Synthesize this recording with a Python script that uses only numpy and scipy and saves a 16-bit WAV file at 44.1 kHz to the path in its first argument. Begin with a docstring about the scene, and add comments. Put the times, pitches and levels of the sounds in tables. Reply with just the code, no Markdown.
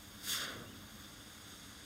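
"""A smoke canister burns on a wall beside a pond, its vent hissing with a fine sputter of burning grains.
It flares up once: a bright rush that sinks into a soft low flutter as the puff of gas grows and slows.
A low hum comes in as the flare dies, and a nearby hard surface gives the hiss a hollow colour.
Behind it are a low outdoor rumble with a few drones and one faint bird call."""
import sys
import numpy as np
from scipy import signal
from scipy.fft import rfft, irfft
from scipy.io import wavfile

SR = 44100
rng = np.random.default_rng(int(sys.argv[2]) if len(sys.argv) > 2 else 0)


def transcribe(u):
    """Save the signal u as a 16-bit wav file named by the first command-line argument.

    u: samples, shape (n,) or (channels, n), limited to [-1, 1]; the rate is SR.
    q: integer samples, one column per channel.
    """
    v = np.clip(np.atleast_2d(u).T, -1, 1)
    q = np.round(v * 32767).astype(np.int16)
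    wavfile.write(sys.argv[1], SR, q)


N = 81585

# Tone of the gas jet at the vent. Each row: frequency in Hz, relative level in dB.
JET_SPECTRUM = [(30, -14), (90, 3.5), (250, 3.5), (500, -0.5), (700, 0), (980, -2.5), (1170, 2.5),
                (1800, -2.5), (2400, -4), (2780, -1), (2980, -7.5), (3400, 2), (4100, -1.5), (4700, -2),
                (5200, -8), (5500, -3), (6050, -3), (6600, -4), (7400, -7.5), (8100, -6.5), (9900, -9),
                (10900, -17), (11700, -8.5), (13300, -11), (15500, -11.5)]
# Swells of the steady burn. Each row: time in seconds, gain on the jet in dB.
BURN_GAIN = [(0, -2.5), (.18, -1.1), (.45, 0), (.65, -2.5), (.8, -1), (.93, -1.1), (1.03, 1), (1.12, -.5),
             (1.3, 0), (1.42, -0.2), (1.53, 1.6), (1.7, 0.4), (1.85, 0.5)]
# Brightness of the steady burn. Each row: time in seconds, tilt in dB per octave about TILT_PIVOT_HZ.
BURN_TILT = [(0, 1.9), (.2, 0.4), (.6, 1), (.8, -0.4), (1.0, 0.04), (1.4, 0.7), (1.85, 0.9)]
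# Air on top of the steady burn. Each row: time in seconds, slope in dB per octave above AIR_FROM_HZ.
BURN_AIR = [(0, -4), (.2, 3), (.6, 0.5), (.9, 2), (1.2, -5), (1.5, -5), (1.85, -12)]
# Envelope of the flare. Each row: time in seconds, gain on the jet at the flare's centre in dB.
FLARE_GAIN = [(.17, -9), (.226, 2), (.243, 11.5), (.272, 15.5), (.292, 20), (.308, 20), (.322, 21.5),
              (.352, 21), (.39, 16), (.425, 17.5), (.47, 15), (.52, 14), (.565, 13), (.61, 12.5), (.69, 9),
              (.78, 5), (.95, -25)]
# Bounce off the nearby surface. Each row: frequency in Hz, amplitude as a share of the direct sound.
REFLECTION_SHARE = [(300, 0), (900, 0.79), (2500, 0.65), (4200, 0.69), (5900, 0.72), (7600, 0.8),
                    (9200, 0.57), (11000, 0.2), (14500, 0.3)]
# Arch of the distant bird call. Each row: time in seconds, pitch in Hz.
BIRD_PITCH = [(.655, 2700), (.683, 2840), (.698, 3060), (.714, 3076), (.727, 2890), (.735, 2500),
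              (.745, 2450)]
# Tone of the outdoor bed. Each row: frequency in Hz, relative level in dB.
RUMBLE_SPECTRUM = [(20, -34), (32, -20), (47, 1.5), (70, 1), (130, -4), (250, -6), (320, -9), (380, -16),
                   (700, -13), (1200, -13.5), (4000, -22.5), (7600, -27.5), (11000, -31), (15000, -42)]
# Droning bands in the bed. Each row: centre in Hz, half-width in Hz, level in dB.
DRONE_BANDS = [(97.8, 4.6, -70.5), (197, 11.4, -73), (211.7, 15, -65), (290, 18.3, -66.5)]

TILT_PIVOT_HZ, AIR_FROM_HZ = 3500, 8900


def vent(gain_db=-55, frame=512):
    """The canister's hiss: one jet of gas, shaped by the steady burn, the flare and a slight flicker."""
    framing = dict(fs=SR, nperseg=frame, noverlap=frame - frame // 4)
    hz, t, jet = signal.stft(gas(), **framing)
    octave = np.log2(np.maximum(hz, hz[1] / 2))[:, None]
    jet = jet * np.hypot(steady_burn(t, octave), flare(t, octave)) * flicker(t, hz)
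    return amp(gain_db) * signal.istft(jet, **framing)[1][:N]


def gas(pops_per_s=3400, spread_db=3.0, sputter_db=-11):
    """Rushing gas mixed with the tiny pops of burning grains."""
    sizes = amp(spread_db * np.minimum(rng.exponential(1, N), 5))
    pops = sizes * rng.choice([-1, 1], N) * (rng.random(N) < pops_per_s / SR)
    rush = rng.standard_normal(N)
    return coloured(rush + amp(sputter_db) * unit_rms(pops), amp(over_frequency(JET_SPECTRUM)))


def steady_burn(t, octave):
    """A moving EQ for the steady burn, which drifts in level, brightness and air."""
    from_pivot = np.maximum(octave - np.log2(TILT_PIVOT_HZ), -2)  # the tilt levels off in the lows
    into_air = np.maximum(octave - np.log2(AIR_FROM_HZ), 0)
    tone_db = over_time(BURN_TILT, t) * from_pivot + over_time(BURN_AIR, t) * into_air
    return amp(over_time(BURN_GAIN, t) + tone_db)


def flare(t, octave, end_hz=90, sweep_hz=7670, hold_until_s=0.31, halvings_per_s=17.4):
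    """A broad hump of turbulence holds in the treble, then dives as the puff grows and slows."""
    centre_hz = end_hz + sweep_hz * 2 ** (-halvings_per_s * np.maximum(t - hold_until_s, 0))
    from_centre = octave - np.log2(centre_hz)
    hump_db = -1.3 * from_centre ** 2
    roar_db = np.maximum(hump_db, -12.5)  # a shelf of roar stays below the hump
    return amp(over_time(FLARE_GAIN, t) + np.where(from_centre < 0, roar_db, hump_db))


def flicker(t, hz, overall_db=0.5, overall_s=0.0068, patch_db=0.79, patch_s=0.028, patch_hz=600):
    """The jet is unsteady: its gain trembles quickly as a whole and more slowly in patches of tone."""
    overall = smoothed(rng.standard_normal((1, len(t))), overall_s / t[1], axis=1)
    patches = smoothed(rng.standard_normal((len(hz), len(t))), patch_s / t[1], axis=1)
    patches = smoothed(patches, patch_hz / hz[1], axis=0)
    return amp(overall_db * overall + patch_db * patches)


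def hum(pitch_hz=98, level_db=-62, start_s=0.52, rise_s=0.017, end_s=0.94, fade_s=0.064):
    """A low wavering hum comes in as the flare dies away."""
    t = np.arange(N) / SR
    waver = 0.03 * smoothed(rng.standard_normal((1, N)), 0.1 * SR, axis=1)[0]  # slow 3 % pitch drift
    envelope = np.clip((t - start_s) / rise_s, 0, 1) * np.clip((end_s - t) / fade_s, 0, 1)
    return amp(level_db) * envelope * tone(pitch_hz * (1 + waver))


def near_reflection(x, delay_s=0.000596):
    """One very early bounce off a hard surface hollows the hiss with evenly spaced notches."""
    share = over_frequency(REFLECTION_SHARE)
    comb = 1 + share * np.exp(-2j * np.pi * bins() * delay_s)
    return irfft(rfft(x) * comb / np.hypot(1, share), N)


def scatter(x, t60_s):
    """A dying cloud of small reflections from the banks and trees."""
    tail = rng.standard_normal(N) * np.exp(-np.log(1000) * np.arange(N) / SR / t60_s)
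    return signal.fftconvolve(x, tail / np.linalg.norm(tail))[:N]


def bird(level_db=-66, fade_s=0.008, wet=0.77):
    """One thin, arched whistle, blurred by distance."""
    t = np.arange(N) / SR
    start_s, end_s = BIRD_PITCH[0][0], BIRD_PITCH[-1][0]
    envelope = np.clip(np.minimum(t - start_s, end_s - t) / fade_s, 0, 1)
    call = envelope * tone(over_time(BIRD_PITCH, t))
    return amp(level_db) * (call + wet * scatter(call, t60_s=0.12))


def outdoor_bed(rumble_db=-59.5):
    """Low outdoor rumble with a few wavering drones, as of a far engine."""
    bed = amp(rumble_db) * coloured(rng.standard_normal(N), amp(over_frequency(RUMBLE_SPECTRUM)))
    for centre_hz, half_width_hz, level_db in DRONE_BANDS:
        band = 1 / (1 + ((bins() - centre_hz) / half_width_hz) ** 2)
        bed += amp(level_db) * coloured(rng.standard_normal(N), band)
    return bed


def amp(db):
    """Decibels to gain."""
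    return 10 ** (np.asarray(db) / 20)


def unit_rms(x):
    """Scales to rms 1."""
    return x / np.sqrt(np.mean(x ** 2) + 1e-20)


def tone(hz):
    """A sine at rms 1 that follows a pitch curve."""
    return np.sqrt(2) * np.sin(2 * np.pi * np.cumsum(hz) / SR)


def bins():
    """Frequencies of the whole-length spectrum in Hz."""
    return np.fft.rfftfreq(N, 1 / SR)


def over_time(points, t):
    """Reads a table as an automation curve."""
    return np.interp(t, *np.transpose(points))


def over_frequency(points):
    """Reads a table as an EQ curve over log frequency, one value per bin."""
    hz, value = np.transpose(points)
    return np.interp(np.log(bins() + 1), np.log(hz), value)


def coloured(x, gain):
    """Filters x by a gain per frequency, at rms 1."""
    return unit_rms(irfft(rfft(x) * gain, N))


def smoothed(x, steps, axis):
    """Smooths random values over about this many steps, at rms 1."""
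    rate = np.fft.rfftfreq(x.shape[axis])
    gain = np.expand_dims(np.exp(-2 * (rate * steps) ** 2), 1 - axis)
    return unit_rms(irfft(rfft(x, axis=axis) * gain, x.shape[axis], axis=axis))


def scene():
    """The mono mix: the canister up front with a faint tail, the pond's background behind it."""
    hiss = near_reflection(vent())
    return (hiss + hum() + outdoor_bed() + bird() + amp(-13) * scatter(hiss, t60_s=0.14))[None]


def record(dry, cutoff_hz=15800):
    """A steep low-pass trims the very top."""
    low_pass = signal.firwin(601, cutoff_hz, window=("kaiser", 9), fs=SR)
    return signal.oaconvolve(dry, low_pass[None], "same")


dry = scene()
out = record(dry)
transcribe(out)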